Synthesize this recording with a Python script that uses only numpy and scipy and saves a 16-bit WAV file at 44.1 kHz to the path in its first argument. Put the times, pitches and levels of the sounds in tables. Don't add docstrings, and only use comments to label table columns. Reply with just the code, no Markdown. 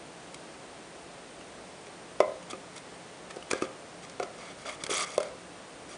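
import sys
import numpy as np
from scipy import signal
from scipy.fft import rfft, irfft
from scipy.io import wavfile

SR = 44100
rng = np.random.default_rng(int(sys.argv[2]) if len(sys.argv) > 2 else 0)


def store_pcm(level_fs):
    pcm = np.round(np.clip(level_fs, -1, 1) * 32767).astype(np.int16)
    wavfile.write(sys.argv[1], SR, np.atleast_2d(pcm).T)


N = 263277

# (frequency [Hz], density level [dB])
BACKGROUND_SPECTRUM = [(20, -33), (45, -25.5), (100, -11.5), (135, -5.5), (230, -5.5), (290, -3), (520, -3),
                       (680, -3.5), (850, -7.5), (1250, -10), (2500, -14.5), (5000, -19.5), (8600, -22),
                       (10000, -25.5)]
# (frequency [Hz], width [Hz], level [dB])
BACKGROUND_BANDS = [(61.3, 11, -70), (176.3, 4.8, -63.5), (8860, 160, -66)]
BACKGROUND_DB = -47.5
BAND_EDGE_HZ = 10150

# (delay [s], gain [ratio])
REFLECTIONS = [(.0052, 0.032), (.0090, 0.064), (0.0123, 0.095), (0.022, 0.13), (.0268, 0.047)]
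# (frequency [Hz], time [s])
TAIL_T60 = [(150, 0.19), (550, 0.51), (1500, 0.5), (4000, .32), (10000, .22)]
# (frequency [Hz], level [dB])
TAIL_LEVEL = [(150, -16.5), (550, -8), (1500, -8.5), (4000, -14.5), (10000, -57)]

# (frequency [Hz], width [Hz], relative level [dB])
RUBBING_RESONANCES = [(418, 164, -1.5), (646, 78, 4), (1214, 133, 7.5), (2183, 240, 5), (3360, 310, 3),
                      (4690, 400, 2), (5820, 290, 1.5), (6630, 190, 2), (7730, 380, 0), (9280, 730, -0.5)]
# (start [s], length [s], friction level [dB], share of sharp slips [0-1])
PUSHES = [ (2.496, 0.03, -39.5, 0.8), (2.757, 0.029, -46, 1), (3.299, 0.021, -40, 0),
          (3.502, 0.021, -31, 0.6), (3.537, .06, -42.5, .03), (3.607, 0.058, -42.5, 0),
          (4.019, 0.046, -50.5, 1), (4.225, 0.015, -29.5, 0), (4.373, .16, -48, 0),
          (4.578, 0.068, -52, 0.5), (4.649, 0.045, -38, 0), (4.684, .028, -35.5, 0.13),
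          (4.705, 0.057, -46, 0.4), (4.797, 0.039, -47.5, 0), (4.838, 0.022, -39, 0.1),
          (4.894, 0.16, -31.5, 1), (5.054, 0.12, -45, 0.98), (5.206, 0.095, -49, 0.04),
          (5.884, 0.082, -50, 0.93)]
GRIP_S, STOP_S = 0.0091, 0.012
EASE_DB = -0.5

# (frequency [Hz], relative level [dB], 60 dB decay time [s])
BOARD_MODES = [(318.5, -8.5, 0.098), (392.7, 3, 0.076), (525, -4.5, 0.33), (545.7, -1, 0.063),
               (737, -1.5, 0.055), (1060, -7, 0.04), (1210, -6.5, 0.078), (1290, 0.5, 0.025),
               (2220, -3.5, 0.034), (2604, -10.5, 0.04), (3400, -18, 0.05)]
# (time [s], thud level [dB], thud pitch [Hz], clack level [dB], clack pitch [Hz], crunch level [dB])
KNOCKS = [ (2.2031, -7, 611, -14, 1027, -28.5), (2.531, -29, 368, -30, 1236, -46),
          (3.3616, -36, 416, -45, 728, -43), (3.3671, -28, 410, -41.5, 750, -46),
          (3.532, -16, 406, -22.5, 1620, -25.5), (3.6215, -16.5, 364, -23.5, 1266, -28.5),
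          (4.1984, -24, 503, -24.5, 718, -36), (4.2276, -29.5, 615, -28, 1308, -46),
          (4.8930, -25.5, 438, -31, 1230, -47), (4.9119, -23, 400, -36, 1200, -49),
          (5.1790, -12, 566, -25, 1060, -24.5), (5.2064, -23.5, 576, -40, 1600, -41)]
# (time [s], clack level [dB], clack pitch [Hz], crunch level [dB])
TICKS = [ (0.3436, -48, 2400, -35.5), (1.411, -37.5, 2800, -57), (1.8685, -40, 2400, -47),
         (2.4273, -41, 2900, -46), (2.7795, -39, 3480, -37.5), (3.3089, -32.5, 1790, -42.5),
         (3.4255, -33, 2880, -46), (3.5122, -15.5, 2360, -23), (3.5262, -30, 1400, -59),
         (4.0969, -61, 3820, -39), (4.8370, -30, 2200, -25.5), (4.8652, -31, 2180, -30.5),
         (5.203, -29, 1340, -34), (5.23, -41, 1360, -34)]
KNOCK_RING_DB, KNOCK_CRUNCH_S, KNOCK_CYCLES = -8.5, 0.0018, 6.4
TICK_RING_DB, TICK_CRUNCH_S, TICK_CYCLES = -20.5, 0.0032, 4.7
TICK_THUD_DB, TICK_THUD_HZ = -16.5, 506
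CHATTER_DB, CHATTER_S = -18, 0.0067


def amp(db):
    return 10 ** (np.asarray(db) / 20)


def unit(x):
    return x / np.sqrt(np.mean(x ** 2) + 1e-20)


def read(points, hz):
    f, value = np.transpose(points)
    return np.interp(np.log(hz + 1), np.log(f + 1), value)


def add(mix, s, sound):
    part = mix[max(round(s * SR), 0):][:len(sound)]
    part += sound[:len(part)]


def resonate(x, hz, width):
    return signal.lfilter(*signal.iirpeak(hz, hz / width, fs=SR), x)


def soften(x, corner_hz):
    return signal.lfilter(*signal.butter(1, corner_hz, fs=SR), x)


def background():
    hz = np.fft.rfftfreq(N, 1 / SR)
    shape = amp(read(BACKGROUND_SPECTRUM, hz)) * (hz < BAND_EDGE_HZ)
    hiss = unit(irfft(rfft(rng.standard_normal(N)) * shape, N))
    bands = np.zeros(N)
    for centre, width, db in BACKGROUND_BANDS:
        bands += amp(db) * unit(resonate(rng.standard_normal(N), centre, width))
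    return amp(BACKGROUND_DB) * hiss + bands


def diffuse_tail():
    hz, t, bins = signal.stft(rng.standard_normal(SR), SR, nperseg=256)
    t60 = read(TAIL_T60, hz)[:, None]
    decay = amp(read(TAIL_LEVEL, hz)[:, None] - 60 * t / t60)
    unit_energy = np.sqrt(2 * np.log(1000) / (t60 * SR))
    return signal.istft(bins * decay * unit_energy, SR, nperseg=256)[1]


def room(x):
    out = x.copy()
    for delay, gain in REFLECTIONS:
        add(out, delay, gain * soften(x, corner_hz=3420))
    add(out, 0.008, signal.fftconvolve(x, diffuse_tail())[:N])
    return out


def slips(per_s, spread_db):
    sizes = amp(spread_db * np.minimum(rng.exponential(1, N), 3))
    signs = rng.choice([-1, 1], N)
    return sizes * signs * (rng.random(N) < per_s / SR)


def friction(per_s, spread_db, direct):
    at_surface = direct * soften(slips(per_s, spread_db), corner_hz=9000)
    through_plastic = np.zeros(N)
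    for hz, width, db in RUBBING_RESONANCES:
        through_plastic += amp(db) * resonate(slips(per_s, spread_db), hz, width)
    return unit(at_surface + through_plastic)


def stroke(t, length):
    moving = np.clip(np.minimum(t / GRIP_S, (length - t) / STOP_S), 0, 1)
    position = np.clip(2 * t / length - 1, -1, 1)
    return moving * amp(EASE_DB * position ** 2)


def slides():
    out, t = np.zeros(N), np.arange(N) / SR
    dull = unit(soften(friction(per_s=3000, spread_db=6.0, direct=0.058), corner_hz=2200))
    judder_db = unit(resonate(rng.standard_normal(N), hz=110, width=100))
    sharp = unit(friction(per_s=1400, spread_db=7.0, direct=0.079) * amp(judder_db))
    for start, length, db, share in PUSHES:
        rubbing = np.sqrt(1 - share) * dull + np.sqrt(share) * sharp
        out += amp(db) * stroke(t - start, length) * rubbing
    return out


def thud(t, hz, rise):
    swell = (t / rise) ** 2 * np.exp(2 * (1 - t / rise))
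    return swell * np.sin(2 * np.pi * hz * t)


def clack(t, hz, cycles, overtone, overtone_db):
    upper = soften(np.sin(2 * np.pi * hz * overtone * t), corner_hz=1500)
    tone = np.sin(2 * np.pi * hz * t) + amp(overtone_db) * upper
    return tone * np.exp(-hz * t / cycles) * (1 - np.exp(-hz * t))


def ring(t, attack):
    modes = np.zeros(len(t))
    for k, (hz, db, t60) in enumerate(BOARD_MODES):
        modes += (-1) ** k * amp(db - 60 * t / t60) * np.sin(2 * np.pi * hz * t)
    return modes * (1 - np.exp(-t / attack))


def crush(t, decay, onset):
    press = (1 - np.exp(-t / onset)) * np.exp(-t / decay)
    return press / press.max()


def knocks():
    out, t = np.zeros(N), np.arange(SR // 2) / SR
    grit = friction(per_s=12000, spread_db=-0.5, direct=1.0)
    rattle = unit(soften(friction(per_s=3500, spread_db=6, direct=0.03), corner_hz=1500))

    def contact(s, thud_db, thud_hz, clack_db, clack_hz, crunch_db, ring_db, crunch_s, cycles):
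        now = (round(s * SR) + np.arange(len(t))) % N
        weight = amp(thud_db) * thud(t, thud_hz, rise=0.0025)
        plastic = clack(t, clack_hz, cycles, overtone=1.99, overtone_db=-4.5)
        plastic += amp(ring_db) * ring(t, attack=0.00029)
        chatter = amp(CHATTER_DB) * crush(t, CHATTER_S, onset=0.00081) * rattle[now]
        wax = crush(t, crunch_s, onset=0.00017) * grit[now]
        return weight + amp(clack_db) * (plastic + chatter) + amp(crunch_db) * wax

    for s, *blow in KNOCKS:
        add(out, s, contact(s, *blow, KNOCK_RING_DB, KNOCK_CRUNCH_S, KNOCK_CYCLES))
    for s, db, hz, crunch_db in TICKS:
        blow = (db + TICK_THUD_DB, TICK_THUD_HZ, db, hz, crunch_db)
        add(out, s, contact(s, *blow, TICK_RING_DB, TICK_CRUNCH_S, TICK_CYCLES))
    return out


def scene():
    bass_cut = signal.butter(1, 60, "high", fs=SR)
    handling = signal.lfilter(*bass_cut, knocks() + slides())
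    return (room(handling) + background())[None]


def record(dry):
    low_pass = signal.firwin(601, BAND_EDGE_HZ, window=("kaiser", 8), fs=SR)
    return signal.oaconvolve(dry, low_pass[None], "same")


dry = scene()
out = record(dry)
store_pcm(out)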